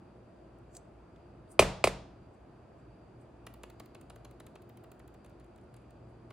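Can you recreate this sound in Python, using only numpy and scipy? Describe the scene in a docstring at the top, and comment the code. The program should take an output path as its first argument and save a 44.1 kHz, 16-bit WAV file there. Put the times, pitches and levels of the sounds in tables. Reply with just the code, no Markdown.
"""Two hard knocks ring the case of a laptop, which bounces on the counter after each: ringing modes,
a noisy crack and a slow swell of the slab. Then a finger taps a key again and again, mostly lighter:
bursts of tiny contacts excite keycap resonances. A hand brushes the laptop (stick-slip hiss, catches,
ticks). Sparse echo taps make the room; shaped noise and fuzzy hums make the quiet kitchen behind it."""
import sys
import numpy as np
from scipy import signal
from scipy.fft import rfft, irfft, next_fast_len
from scipy.io import wavfile
from scipy.ndimage import uniform_filter1d

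SR = 44100
rng = np.random.default_rng(int(sys.argv[2]) if len(sys.argv) > 2 else 0)


def voltage_ratio(decibels):
    """Convert decibels (scalar or array-like) to amplitude ratios, 20 dB per decade."""
    exponent = np.asarray(decibels, float) / 20
    return 10 ** exponent


def int16_out(signal):
    """Quantize to a 16-bit WAV file."""
    q = np.round(np.clip(np.atleast_2d(signal).T, -1, 1) * 32767)
    wavfile.write(sys.argv[1], SR, q.astype(np.int16))


N = 278834

# stereo spread of diffuse sound: (frequency [Hz], side gain [dB])
DIFFUSE_SIDE = [(30, -35.5), (60, -24.5), (110, -20), (200, -15.5), (380, -10.5), (700, -3), (1290, -5),
                (2380, -7.5), (4400, -1.5), (8120, -0.5), (15000, -1.5)]


def evened(x):
    """Scales to rms 1."""
    return x / np.sqrt(np.mean(x ** 2) + 1e-20)


def read(points, hz):
    """Value of a curve at hz, in straight lines over log frequency."""
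    f, value = np.transpose(points)
    return np.interp(np.log(hz + 1), np.log(f + 1), value)


def add(mix, start_s, sound):
    """Mixes a sound in at start_s seconds."""
    part = mix[round(start_s * SR):][:len(sound)]
    part += sound[:len(part)]


def coloured(x, points, turn=1):
    """Filters by a spectrum in dB, with an optional phase turn."""
    length = x.shape[-1]
    size = next_fast_len(length + 512)
    gain = voltage_ratio(read(points, np.fft.rfftfreq(size, 1 / SR)))
    return irfft(rfft(x, size) * turn * gain, size)[..., :length]


def resonate(x, hz, width):
    """Resonance of gain 1: shifts hz down to zero, smooths, and shifts back."""
    turn = np.exp(2j * np.pi * np.cumsum(hz * np.ones(len(x))) / SR)
    r = np.exp(-np.pi * width / SR)
    smooth = signal.lfilter([1 - r], [1, -r], x / turn + 1e-18)
    return 2 * (turn * smooth).real


def resonate_twice(x, hz, width, second_width):
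    """Two resonances in a row at one frequency, for steeper skirts."""
    return resonate(resonate(x, hz, width), hz, second_width)


def case(tilt_db, lag=.0009, ring=1, rise=0.00049, turns=0.64):
    """The struck case: bending waves bring the high modes first; each mode needs part of a turn to build."""
    # modes of the case: (frequency [Hz], relative level [dB], free ring t60 [s])
    modes = [(388.8, -2, 0.029), (481.4, -4.5, 0.017), (619, 1, 0.023), (837, -10.5, .012),
             (1064, -7, 0.017), (1261, -9.5, 0.018), (2434, 2.5, 0.0087), (2700, -12, 0.012),
             (3200, -0.5, 0.0045), (4340, -8, .008), (4710, -9, .01), (7270, -19, 0.012),
             (9754, -34, 0.0033)]
    hz, db, t60 = np.transpose(modes)[:, :, None]
    t = np.maximum(np.arange(9000) / SR - lag / (1 + (hz / 2200) ** 2), 0)
    decay = voltage_ratio(db + tilt_db * np.log2(hz / 1000) - 60 * t / (ring * t60))
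    build = 1 - np.exp(-(t / (rise + turns / hz)) ** 2)
    # low neighbours swing opposite ways and merge; high ones leave gaps
    sides = (-1) ** np.cumsum(hz < 1500, axis=0)
    ringing = (sides * decay * build * np.sin(2 * np.pi * hz * t)).sum(0)
    # a small case radiates no bass
    thin = signal.butter(3, 280, "highpass", fs=SR, output="sos")
    sound = signal.sosfilt(thin, ringing)
    return sound / abs(sound).max()


def blow(db, tilt_db, lag, ring):
    """One impact: the modes of the case and the noisy crack of a hard edge."""
    # colour of the crack: (frequency [Hz], relative level [dB])
    crack_colour = [(1180, -34.5), (1800, -30), (2100, -9.5), (2430, -13.5), (5440, -23.5), (9060, -20.5),
                    (15600, -42), (16300, -54.5)]
    t = np.arange(1500) / SR
    noise = evened(coloured(rng.standard_normal(1500), crack_colour))
    crack = noise * voltage_ratio(-15.0 - 60 * t / 0.055) * (1 - np.exp(-t / 0.0014))
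    sound = voltage_ratio(db - 0.5) * case(tilt_db, lag, ring)
    add(sound, 0, voltage_ratio(db) * crack)
    return sound


def knocks():
    """Blows with near echoes, a slab that swells late, and bounces; second output is what fills the room."""
    # knocks: (time [s], nominal level [dB], brightness [dB per octave], lag of the low modes [s],
    # ring length [share of the free ring])
    hits = [(1.593, -2.5, -0.5, .0003, 1.05), (1.8412, -9, 0.5, 0.00037, .7)]
    # the case bounces on the counter after a knock, columns as for the knocks
    bounces = [(1.6213, -21, -1, .0009, 0.49), (1.6248, -17, -0.5, .0005, 0.69),
               (1.8721, -14, -1.5, .0003, .8)]
    # modes of the slab: (frequency [Hz], level over the knock [dB], t60 [s], build-up [s])
    slab = [(44, -26, 0.42, .022), (76, -25.5, 0.19, 0.0073), (112, -26.5, .15, 0.004),
            (185.6, -29.5, 0.52, 0.032)]
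    # colour thrown into the room in all directions: (frequency [Hz], relative level [dB])
    thrown_colour = [(40, -18.5), (110, -11.5), (250, -10.5), (400, -9.5), (620, -7.5), (900, -14),
                     (1700, -19.5), (2500, -19.5), (5000, -26), (9000, -27.5), (11000, -35), (16400, -43)]
    # counter and cupboards close by: (delay [s], level [dB])
    edges = [(.0066, -15.5), (.0125, -21), (.017, -19.5)]
    out, thrown = np.zeros(N), np.zeros(N)
    t = np.arange(SR // 3) / SR
    for start_s, db, *touch in hits:
        sound = blow(db, *touch)
        add(out, start_s - .0008, sound)
        for delay, edge_db in edges:
            add(out, start_s + delay, voltage_ratio(edge_db) * sound)
        for hz, slab_db, t60, build in slab:
            swell = (1 - np.exp(-(t / build) ** 2)) * voltage_ratio(db + slab_db - 60 * t / t60)
            add(out, start_s, swell * np.sin(2 * np.pi * hz * t))
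        thrown[round(start_s * SR)] = voltage_ratio(db + 34.5)
    for start_s, *touch in bounces:
        softened = signal.lfilter([1 - .35], [1, -.35], blow(*touch))
        add(out, start_s, softened)
    return out, coloured(thrown, thrown_colour)


def rattle(length, rise=0.24):
    """Tiny contacts of uneven size that gather quickly and spread over the length in seconds."""
    t = np.arange(1200) / SR
    draw = rng.standard_normal((1200, 2))
    grains = draw[:, 0] * np.exp(.6 * draw[:, 1])
    u = t / max(length, .001)
    shape = (1 - np.exp(-u / rise)) * np.exp(-u ** 2) + 0.12 * np.exp(-t / 0.006)
    contacts = grains * shape
    return contacts / np.sqrt(np.mean(contacts[:250] ** 2))


def keys():
    """Plastic rattle in the keycap, a thin top tick, and a thump into the case in every key move."""
    # key pressed down, or a similar light key click (5.3976):
    # (time [s], plastic tick [dB], thump into the case [dB], top treble [dB]);
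    # levels here and below are nominal, ahead of fixed trims
    presses = [(3.4657, -46, -46, -64), (3.6329, -47.5, -48.5, -65), (3.7976, -47, -51, -60.5),
               (3.9465, -53.5, -53, -84), (4.098, -51, -53, -81), (4.247, -51, -55.5, -75),
               (4.3994, -51.5, -52.5, -72), (4.5535, -56, -54.5, -85), (4.6919, -67, -61, -63),
               (4.8374, -61, -61.5, -67), (4.9935, -60, -60, -77.5), (5.1403, -64.5, -63, -75.5),
               (5.296, -68, -69.5, -81), (5.3976, -62.5, -68.5, -80.5), (5.5769, -70.5, -67, -84.5),
               (5.7638, -59, -67, -89), (6.303, -61.5, -54, -87)]
    # key springing back up, with one small bounce after it (5.2617):
    # (time of the thump [s], plastic tick [dB], top treble [dB])
    releases = [(3.5399, -56, -63), (3.7007, -54.5, -66), (3.8588, -60.5, -66.5), (4.012, -58, -67),
                (4.1597, -56.5, -68), (4.311, -61.5, -69), (4.466, -54, -65), (4.6208, -62.5, -70.5),
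                (4.7721, -59, -70), (4.917, -56.5, -64), (5.0784, -61, -68.5), (5.2466, -58, -81.5),
                (5.2617, -62, -80), (5.4439, -68, -88), (5.5603, -66, -82.5), (5.6133, -71.5, -93),
                (5.7418, -60, -77), (5.9068, -63, -78)]
    # keycap resonances, low three thump, high three tick:
    # (centre before scatter [Hz], width of first pass [Hz], relative level [dB])
    cap_modes = [(1050, 760, 1), (1900, 1440, -5.5), (2690, 130, -86), (4040, 1340, 1.5),
                 (7190, 2100, -0.5), (9700, 2000, 1)]
    press_rattle_s, release_rattle_s = 0.00476, .0048
    release_lead_s = .0015  # the cap starts to rattle just before it hits its stop
    travel_s, slower_s_per_db, firm_db = .0015, .0002, -46  # a light finger bottoms out later
    release_thump_db = -5  # thump in the release table's moves, relative to the tick

    top = signal.butter(4, [12600, 15800], "bandpass", fs=SR, output="sos")
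    dull = signal.butter(3, 11500, fs=SR, output="sos")  # the cap itself rings little above this
    moves = []
    for start_s, tick_db, thump_db, top_db in presses:
        travel = travel_s + slower_s_per_db * (firm_db - thump_db)
        moves.append((start_s, tick_db, thump_db, top_db, press_rattle_s, travel))
    for stop_s, tick_db, top_db in releases:
        thump_db = tick_db + release_thump_db
        moves.append((stop_s - release_lead_s, tick_db, thump_db, top_db, release_rattle_s, release_lead_s))

    out = np.zeros(N)
    for start_s, tick_db, thump_db, top_db, length, travel in moves:
        contacts, landing = rattle(length), rattle(1.29 * length)
        shift = 1 + 0.04 * rng.standard_normal(len(cap_modes))  # the finger never lands twice alike
        rings = [(hz * k, width, voltage_ratio(db)) for k, (hz, width, db) in zip(shift, cap_modes)]
        tick = sum(g * resonate_twice(contacts, hz, width, 2 * width) for hz, width, g in rings[3:])
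        thump = sum(g * resonate_twice(landing, hz, width, 2 * width) for hz, width, g in rings[:3])
        add(out, start_s, voltage_ratio(tick_db - 4.5) * signal.sosfilt(dull, tick))
        add(out, start_s, voltage_ratio(top_db + 5) * signal.sosfilt(top, rattle(0.52 * length)))
        add(out, start_s + travel, voltage_ratio(thump_db + 8.0) * thump)
        add(out, start_s + travel, voltage_ratio(thump_db + 4.5) * case(-7.0))  # the case answers softly
    return out


def rubs():
    """Skin slides on a smooth surface: stick-slip grains in a broad resonance, with a few larger catches."""
    # slides: (time of most pressure [s], level [dB], centre [Hz], swell [dB per s], fade [dB per s])
    slides = [(0.77, -57.5, 7160, 474, 1003), (1.518, -61, 8810, 800.5, 598),
              (2.343, -83.5, 7770, 699.5, 500), (2.8, -86.5, 7900, 417, 500),
              (3.214, -79, 8300, 700.5, 450), (6.1, -88, 8870, 420, 401.5)]
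    # the skin sticks and lets go: (time [s], nominal level [dB], length [s])
    catches = [(0.748, -46, 0.006), (0.7662, -42, 0.0042)]
    # resonances of a catch: (frequency [Hz], width of each pass [Hz], relative level [dB])
    catch_rings = [(7800, 1000, 1), (6200, 800, -2), (4600, 2100, -7.5),
                   (2530, 3600, -21), (9000, 1600, -13), (15000, 3100, -28)]
    reach_s = .12  # each slide is computed this long before and after its peak
    out, t = np.zeros(N), np.arange(-reach_s, reach_s, 1 / SR)
    for peak_s, db, hz, swell, fade in slides:
        grains = rng.standard_normal(len(t))
        hiss = resonate_twice(grains, hz, 2200, 4000) + .5 * resonate(grains, hz, 400)
        pressure_db = np.where(t < 0, swell * t, -fade * t)
        add(out, peak_s - reach_s, voltage_ratio(db + pressure_db) * evened(hiss))
    for start_s, db, length in catches:
        grains = rattle(length)
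        catch = sum(voltage_ratio(ring_db) * resonate_twice(grains, hz, width, width)
                    for hz, width, ring_db in catch_rings)
        add(out, start_s, voltage_ratio(db + 1.5) * catch)
    return out


def ticks():
    """Small ticks as the hand shifts, and one dull key thump: short rattles, each in one broad ring."""
    # small ticks as the hand shifts on the laptop, and one dull key thump at 5.41:
    # (time [s], rattle level before the ring [dB], ring [Hz], width of each pass [Hz])
    small_sounds = [(0.585, -74.5, 9660, 4970), (0.8478, -76, 8800, 1500), (1.16, -63.5, 3200, 2500),
                    (1.476, -65, 3200, 1190), (5.312, -74.5, 3500, 4000), (5.41, -63, 2000, 2000),
                    (5.461, -76, 9000, 3000), (5.638, -77, 9500, 3000), (5.818, -77.5, 10000, 2500)]
    out = np.zeros(N)
    for start_s, db, hz, width in small_sounds:
        add(out, start_s, voltage_ratio(db) * resonate_twice(rattle(.0045), hz, width, width))
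    return out


def kitchen(x):
    """Room echo: sparse taps of random sign, each band dying at its own speed, as mid and side."""
    # decay of the room: (frequency [Hz], t60 [s])
    decay = [(100, 0.68), (260, 0.35), (700, 0.62), (1840, 0.43), (4850, 0.52), (12800, 0.22)]
    # colour of the echo: (frequency [Hz], gain [dB])
    wet_colour = [(100, -2), (500, -10), (2000, -7.5), (6000, -11), (14000, -9.5)]
    taps = np.zeros((2, SR))
    at = np.arange(300, SR - 20, 20) + rng.integers(0, 20, (2, (SR - 301) // 20))
    np.put_along_axis(taps, at, rng.choice([-1., 1.], at.shape), 1)
    hz, t, z = signal.stft(taps, SR, nperseg=512)
    t60 = np.maximum(read(decay, hz), .05)[:, None]
    tail = signal.istft(z * voltage_ratio(-60 * t / t60), SR, nperseg=512)[1]
    tail = tail / np.linalg.norm(tail[0])
    echo = signal.fftconvolve(x[None], tail, axes=1)[:, :N]
    mid, side = coloured(echo, wet_colour)
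    return np.array([mid, voltage_ratio(-3.0) * coloured(side, DIFFUSE_SIDE)])


def room_tone():
    """Air handling and appliances: a soft noise wash with fuzzy hums, as mid and side."""
    # colour of the wash: (frequency [Hz], relative level [dB])
    air_colour = [(20, -45.5), (35, -27), (50, -3), (130, -4.5), (300, -7.5), (700, -15.5), (1400, -23),
                  (2000, -32.5), (3200, -39), (5500, -48.5), (8000, -49), (11000, -54), (13500, -72.5),
                  (16400, -65.5)]
    # hums: (frequency [Hz], width of each pass [Hz], level ahead of the side filter [dB])
    hums = [(57, 4.1, -63.5), (118.1, 8.4, -63), (223.3, 30, -75.5), (341, 64, -64.5),
            (650.5, 167.4, -68.5), (2500, 600, -84.5), (4690, 300, -89.5)]
    air_db = -57  # rms of the wash in the mid, before the hums
    frames, hz = N // 512 + 5, np.fft.rfftfreq(2048, 1 / SR)
    a, b, c, d, patches = rng.standard_normal((frames, 1025, 5)).T
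    # level patches, smoothed over frequency and then over time
    patches = evened(uniform_filter1d(uniform_filter1d(patches, 20, 0), 8, 1))
    z = np.array([a + 1j * b, c + 1j * d]) * voltage_ratio(read(air_colour, hz)[:, None] + 0.57 * patches)
    wash = signal.istft(z, nperseg=2048, noverlap=1536)[1][:, :N]
    wash *= voltage_ratio(air_db) / wash[0].std()
    for f, width, db in hums:
        # each hum swells and sags
        waver = evened(resonate_twice(rng.standard_normal(N), 1.7, 4., 4.))
        for channel in wash:
            noise = rng.standard_normal(N) * voltage_ratio(1.5 * waver)
            add(channel, 0, voltage_ratio(db) * evened(resonate_twice(noise, f, width, width)))
    return np.array([wash[0], coloured(wash[1], DIFFUSE_SIDE)])


def scene():
    """Direct sounds reach the two microphone ports slightly out of phase; room and air are diffuse."""
    # stereo spread of direct sound: (frequency [Hz], side over mid [dB])
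    near_side = [(30, -34), (60, -27.5), (110, -22.5), (200, -16.5), (380, -22.5), (700, -17.5),
                 (1290, -22.5), (2380, -12), (4400, -5.5), (8120, -1.5), (15000, -1.5)]
    knocked, thrown = knocks()
    tapped = keys()
    rubbed = rubs() + ticks()
    near = knocked + tapped + rubbed
    direct = np.array([near, coloured(near, near_side, turn=-1j)])
    room = kitchen(thrown + voltage_ratio(-3.0) * tapped + voltage_ratio(-11.5) * rubbed)
    mid, side = direct + room + room_tone()
    return np.array([mid + side, mid - side])


def low_pass(x):
    """Removes everything above the highest recorded frequency."""
    return signal.sosfilt(signal.butter(12, 16470, fs=SR, output="sos"), x)


def record(dry):
    """The phone's microphone drops the deepest bass."""
    bass_cut = signal.butter(2, 30, "highpass", fs=SR, output="sos")
    heard = signal.sosfilt(bass_cut, dry)
    return low_pass(heard)


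dry = scene()
out = record(dry)
int16_out(out)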